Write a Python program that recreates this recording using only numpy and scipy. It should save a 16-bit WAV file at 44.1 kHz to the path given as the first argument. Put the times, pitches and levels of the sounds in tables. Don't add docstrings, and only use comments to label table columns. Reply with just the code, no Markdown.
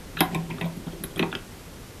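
import sys
import numpy as np
from scipy import signal
from scipy.fft import rfft, irfft, next_fast_len
from scipy.io import wavfile
from scipy.ndimage import map_coordinates

SR = 44100
rng = np.random.default_rng(int(sys.argv[2]) if len(sys.argv) > 2 else 0)


def boost(x):
    u = np.asarray(x, float) / 20
    return 10 ** u


def unload_wav(signal):
    wavfile.write(
        sys.argv[1],
        SR,
        np.round(np.clip(np.atleast_2d(signal).T, -1, 1) * 32767).astype(np.int16),
    )


N = 88200

# (frequency [Hz], level [dB], decay time t60 [s])
STEEL = [(1180, 0, .02), (1430, -2, .05), (1650, 0, .03), (2000, 0, .035), (2190, -2, .03), (2400, 0, .03),
         (2620, 1, .03), (2900, -4, .02), (3230, 0, .025), (3400, -2, .02), (3560, -2, .025),
         (3730, -1, .03), (4040, -2, .03)]
# (frequency [Hz], level [dB], decay time t60 [s])
BOARD = [(119, -12, .15), (167, 2, .33), (213, -6, .15), (244, -4, .14), (282, -5, .12), (327, -1, .12),
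         (399, -3, .16), (522, -8, .1), (650, -6, .1), (730, -3, .06), (766, -2, .09), (925, -5, .09),
         (1008, -6, .09), (1093, -7, .07)]
STEEL_LONGEST_S, BOARD_LONGEST_S = .08, .34
STEEL_SCRAPE_DB = 1


def unit(x):
    return x / np.sqrt(np.mean(x ** 2) + 1e-20)


def along(points, hz):
    f, v = np.transpose(points)
    return np.interp(np.log(hz + 1), np.log(f + 1), v)


def filtered(x, response):
    m = next_fast_len(len(x) + 8192)
    hz = np.fft.rfftfreq(m, 1 / SR)
    return irfft(rfft(x, m) * response(hz), m)[:len(x)]


def near(hz, focus_hz, octaves):
    distance = np.log2((hz + 1) / focus_hz)
    return np.exp(-.5 * (distance / octaves) ** 2)


def ringing(modes, focus_hz, octaves, trim_db, longest_s, share=1):
    hz, db, t60 = np.transpose(modes)[:, :, None]
    t = np.arange(round(longest_s * SR)) / SR
    sign = (-1) ** np.arange(len(modes))[:, None]
    fall_db = 60 * t / (share * np.minimum(t60, longest_s))
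    level = near(hz, focus_hz, octaves) * boost(db + trim_db[:, None] - fall_db)
    return np.sum(sign * level * np.sin(2 * np.pi * hz * t), axis=0)


def strikes(rows, modes, scrape_db, longest_s, rise_s=.0003, first_blow=1.5):
    scatter_db, dead_share, blow_s = 1.5, .18, .0006
    out = np.zeros(N + SR)
    t = np.arange(4096) / SR
    count = len(modes)
    luck = rng.standard_normal((len(rows), len(t) + count))
    waves = np.exp(2j * np.pi * np.transpose(modes)[0][:, None] * t)
    for (s, db, length, focus_hz, octaves), row in zip(rows, luck):
        envelope = np.exp(-t / length) + first_blow * np.exp(-t / blow_s)
        force = row[count:] * envelope * (1 - np.exp(-t / rise_s))
        trim_db = scatter_db * row[:count]
        drive = np.abs(waves @ force) / np.linalg.norm(force)
        even_db = -20 * np.log10(drive + .3)
        free = ringing(modes, focus_hz, octaves, trim_db + even_db, longest_s)
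        gripped = ringing(modes, focus_hz, octaves, trim_db + even_db / 2, longest_s, dead_share)
        rung = signal.fftconvolve(force, free)
        dead = signal.fftconvolve(force, gripped)
        contact = rung / np.abs(rung).max() + boost(scrape_db) * dead / np.abs(dead).max()
        out[round(s * SR):][:len(rung)] += boost(db + 6) * contact
    return out[:N]


def air():
    # (frequency [Hz], level per Hz [dB])
    spectrum = [(12, -28), (20, 1.5), (125, -4.5), (160, -11.5), (194, -7.5), (234, -9.5), (518, -13),
                (611, -17.5), (13800, -32)]
    level_db, low_hz, top_hz = -42.5, 15, 14150
    noise = filtered(rng.standard_normal(N),
                     lambda hz: boost(along(spectrum, hz)) * (hz < top_hz) * (hz > low_hz))
    return boost(level_db) * unit(noise)


def room(x):
    # (frequency [Hz], decay time t60 [s])
    decay = [(200, 0.4), (1000, 0.3), (4000, 0.16), (12000, 0.22)]
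    # (frequency [Hz], level [dB])
    send = [(150, -14), (400, -6), (700, 1), (1500, 2), (3500, -3), (6000, -5), (12000, -5)]
    level_db, delay_s, span_s = -7, .004, .25
    span, out = round(span_s * SR), np.zeros(N + SR)
    for start in range(0, N, span):
        hz, t, z = signal.stft(rng.standard_normal(SR // 2), SR, nperseg=256)
        fall = boost(-60 * t / along(decay, hz)[:, None])
        tail = signal.istft(z * fall, SR, nperseg=256)[1]
        wet = signal.fftconvolve(x[start:start + span], tail / np.linalg.norm(tail))
        out[start + round(delay_s * SR):][:len(wet)] += wet
    return boost(level_db) * filtered(out[:N], lambda hz: boost(along(send, hz)))


def hands():
    # (time [s], level [dB])
    pressure = [(0, -44), (.15, -39.5), (.3, -32), (.45, -38), (.56, -36.5), (.74, -39), (.82, -42),
                (.97, -41.5), (1.12, -41), (1.3, -41), (1.45, -46.5), (1.7, -61.5), (2, -70)]
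    trim_db, flutter_db, flutter_hz, rub_db = -2, 3, 35, -14
    s, db = np.transpose(pressure)
    t = np.arange(N) / SR
    flutter = map_coordinates(rng.standard_normal(80), [t * flutter_hz])
    force = rng.standard_normal((2, N)) * boost(flutter_db * flutter)
    board_response = ringing(BOARD, 260, 1.0, np.zeros(len(BOARD)), BOARD_LONGEST_S)
    rub_response = ringing(STEEL, 940, 0.52, np.zeros(len(STEEL)), STEEL_LONGEST_S, 0.043)
    board = signal.fftconvolve(force[0], board_response)[:N]
    rub = signal.fftconvolve(force[1], rub_response)[:N]
    return boost(np.interp(t, s, db) + trim_db) * (unit(board) + boost(rub_db) * unit(rub))


def bench():
    # (time [s], level [dB], contact length [s], focus [Hz], spread [octaves])
    thuds = [(.166, -44, 0.0032, 302, 0.34), (.2055, -25.5, 0.0074, 732, 0.23),
             (.2045, -28.5, 0.00081, 179, 0.25), (.2055, -22.5, 0.0056, 318, 0.28),
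             (.207, -29.5, 0.012, 1000, .3), (.347, -33.5, 0.0058, 930, 0.36),
             (.35, -33, 0.0043, 330, 0.65), (.354, -33.5, 0.0024, 168, 0.19),
             (.372, -39.5, .004, 167, 0.11), (.492, -37.5, 0.018, 234, .6), (.5, -41.5, 0.0045, 925, 0.18),
             (.51, -38, 0.006, 167, 0.14), (.58, -45, 0.013, 255, 0.53), (.611, -34, 0.0035, 627, 0.77),
             (.612, -31, 0.019, 198, 0.37), (.622, -45, 0.011, 1035, 0.073), (.632, -42, 0.0047, 162, 0.12),
             (.652, -39.5, 0.0052, 630, 0.22), (.662, -45.5, 0.0054, 1020, 0.22),
             (.765, -38, 0.0042, 211, 0.35), (.79, -37.5, 0.009, 245, 0.48), (.865, -32, 0.002, 192, 0.6),
             (.868, -47.5, 0.018, 650, 0.5), (.93, -41, 0.017, 394, 0.41), (1.0, -42.5, 0.0055, 170, 0.45),
             (1.037, -35, 0.0019, 273, 0.65), (1.158, -35, 0.0085, 282, 0.76),
             (1.1915, -24, 0.0053, 322, 0.65), (1.1935, -36, 0.0047, 980, 0.54),
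             (1.206, -26, 0.0054, 264, 0.35), (1.226, -30.5, 0.0085, 377, 0.54),
             (1.228, -30.5, 0.0028, 980, 0.77), (1.25, -35, .006, 403, 0.24),
             (1.327, -37.5, 0.002, 350, 0.77), (1.351, -37, 0.0068, 350, 0.77),
             (1.665, -45, 0.0052, 163, 0.17), (1.8, -42.5, 0.0063, 174, 0.42)]
    low_hz, scrape_db = 120, -4
    pushed = strikes(thuds, BOARD, scrape_db, BOARD_LONGEST_S)
    return signal.sosfilt(signal.butter(4, low_hz, "high", fs=SR, output="sos"), pushed)


def brass_parts():
    # (time [s], level [dB], contact length [s], focus [Hz], spread [octaves])
    clinks = [(.178, -54, 0.05, 11900, .015), (.2055, -25, 0.0011, 12400, 0.11),
              (.2057, -28.5, 0.0015, 10300, 0.13), (.2058, -28.5, 0.0015, 4900, 0.3),
              (.206, -46, 0.0026, 6900, 0.41), (.3458, -44, 0.0061, 11000, 0.29),
              (.346, -46, 0.0025, 5540, 0.17), (.3465, -46, 0.0034, 7900, 0.11),
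              (.6105, -50.5, 0.0063, 11300, 0.42), (.655, -53, .003, 13900, .05),
              (.683, -60, .002, 11900, .05), (.768, -51, .0024, 12000, .3),
              (1.0371, -33, 0.00079, 11350, 0.13), (1.0373, -45, 0.0011, 9350, 0.26),
              (1.1594, -47.5, 0.0053, 8640, 0.13), (1.178, -49, 0.013, 12000, 0.084),
              (1.1925, -47, 0.0028, 11500, 0.37), (1.3515, -42.5, 0.0019, 4800, .08),
              (1.194, -49, 0.0039, 6050, .06)]
    # (frequency [Hz], level [dB], decay time t60 [s])
    brass = [(4880, 4, .015), (5400, -3, .025), (6050, -2, .025), (7400, -1, .02), (7950, -3, .03),
             (8600, -3, .02), (9300, 1, .018), (10500, -3, .03), (11170, -6, .07), (11900, -3, .03),
             (12500, -10, .1), (12650, 2, .018), (13200, -4, .025), (13900, -8, .04)]
    scrape_db, longest_s = 3, .11
    return strikes(clinks, brass, scrape_db, longest_s)


def wrench_jaw():
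    # (time [s], level [dB], contact length [s], focus [Hz], spread [octaves])
    knocks = [(.169, -35, 0.0069, 3400, .35), (.1695, -40, 0.0064, 1440, 0.27),
              (.2055, -25.5, 0.012, 1440, 0.31), (.206, -20.5, 0.0018, 3210, 0.22),
              (.2065, -25, 0.0043, 2316, 0.15), (.212, -36.5, 0.013, 3800, 0.15),
              (.3455, -34, .0035, 2410, 0.13), (.346, -41.5, 0.005, 3530, 0.082),
              (.352, -38, 0.004, 1990, 0.31), (.356, -54.5, 0.0047, 3430, 0.11),
              (.501, -49, 0.0034, 3280, .12), (.5065, -40.5, 0.007, 2350, 0.13),
              (.5815, -47.5, 0.0021, 3570, 0.16), (.583, -41.5, 0.0027, 1260, 0.22),
              (.6105, -32.5, 0.0019, 2570, 0.31), (.611, -38.5, 0.002, 3420, .15),
              (.619, -38.5, 0.0081, 2390, 0.16), (.641, -46.5, 0.006, 2230, 0.11),
              (.642, -47.5, 0.0044, 3520, 0.11), (.655, -47.5, 0.0048, 3450, 0.088),
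              (.866, -54, .004, 3370, 0.11), (.881, -50, 0.0015, 1450, 0.13),
              (.882, -52, 0.0016, 3300, 0.25), (1.0375, -40, 0.0035, 1620, 0.4),
              (1.0378, -38.5, 0.0033, 3660, 0.31), (1.109, -56, 0.0023, 3350, 0.12),
              (1.16, -41.5, .0025, 3400, 0.072), (1.193, -23.5, 0.0018, 2800, 0.33),
              (1.1935, -33.5, 0.0044, 1730, 0.3), (1.204, -41, 0.0063, 2380, 0.37),
              (1.225, -32.5, 0.0029, 3620, 0.31), (1.2255, -30.5, 0.006, 2350, 0.42),
              (1.227, -37.5, 0.0034, 1450, 0.4), (1.243, -58, 0.0043, 2500, .4),
              (1.316, -43.5, 0.0018, 3500, 0.05), (1.3265, -34.5, 0.001, 2870, 0.22),
              (1.327, -33.5, 0.0012, 1460, 0.21), (1.338, -41.5, 0.0031, 1540, 0.16),
              (1.3505, -37.5, 0.0021, 1550, 0.42), (1.3505, -29.5, 0.0012, 3080, 0.14)]
    # (time [s], level [dB], contact length [s], focus [Hz], spread [octaves])
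    slides = [
        (.185, -35.5, 0.0067, 3240, 0.24),
        (.186, -61, 0.0039, 2370, 0.11),
        (.915, -56, .008, 3250, 0.065),
        (1.168, -44, 0.014, 2500, 0.65),
        (1.16, -48, 0.0096, 1200, 0.34),
        (1.362, -64, 0.0042, 1620, 0.42),
    ]
    top_hz, slide_rise_s = 4250, .012
    knocked = strikes(knocks, STEEL, STEEL_SCRAPE_DB, STEEL_LONGEST_S)
    slid = strikes(slides, STEEL, STEEL_SCRAPE_DB, STEEL_LONGEST_S, slide_rise_s, first_blow=0)
    return signal.sosfilt(signal.butter(8, top_hz, fs=SR, output="sos"), knocked + slid)


def scene():
    hits = wrench_jaw() + bench() + brass_parts()
    return (hits + room(hits) + hands() + air())[None]


def low_pass(x):
    return signal.sosfilt(signal.butter(12, 15320, fs=SR, output="sos"), x)


def record(dry):
    ceiling, knee = .7, 4
    top_hz, top_order = 14300, 60
    rounded = dry[0] / (1 + np.abs(dry[0] / ceiling) ** knee) ** (1 / knee)
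    limited = filtered(rounded, lambda hz: 1 / np.sqrt(1 + (hz / top_hz) ** top_order))
    return low_pass(limited[None])


dry = scene()
out = record(dry)
unload_wav(out)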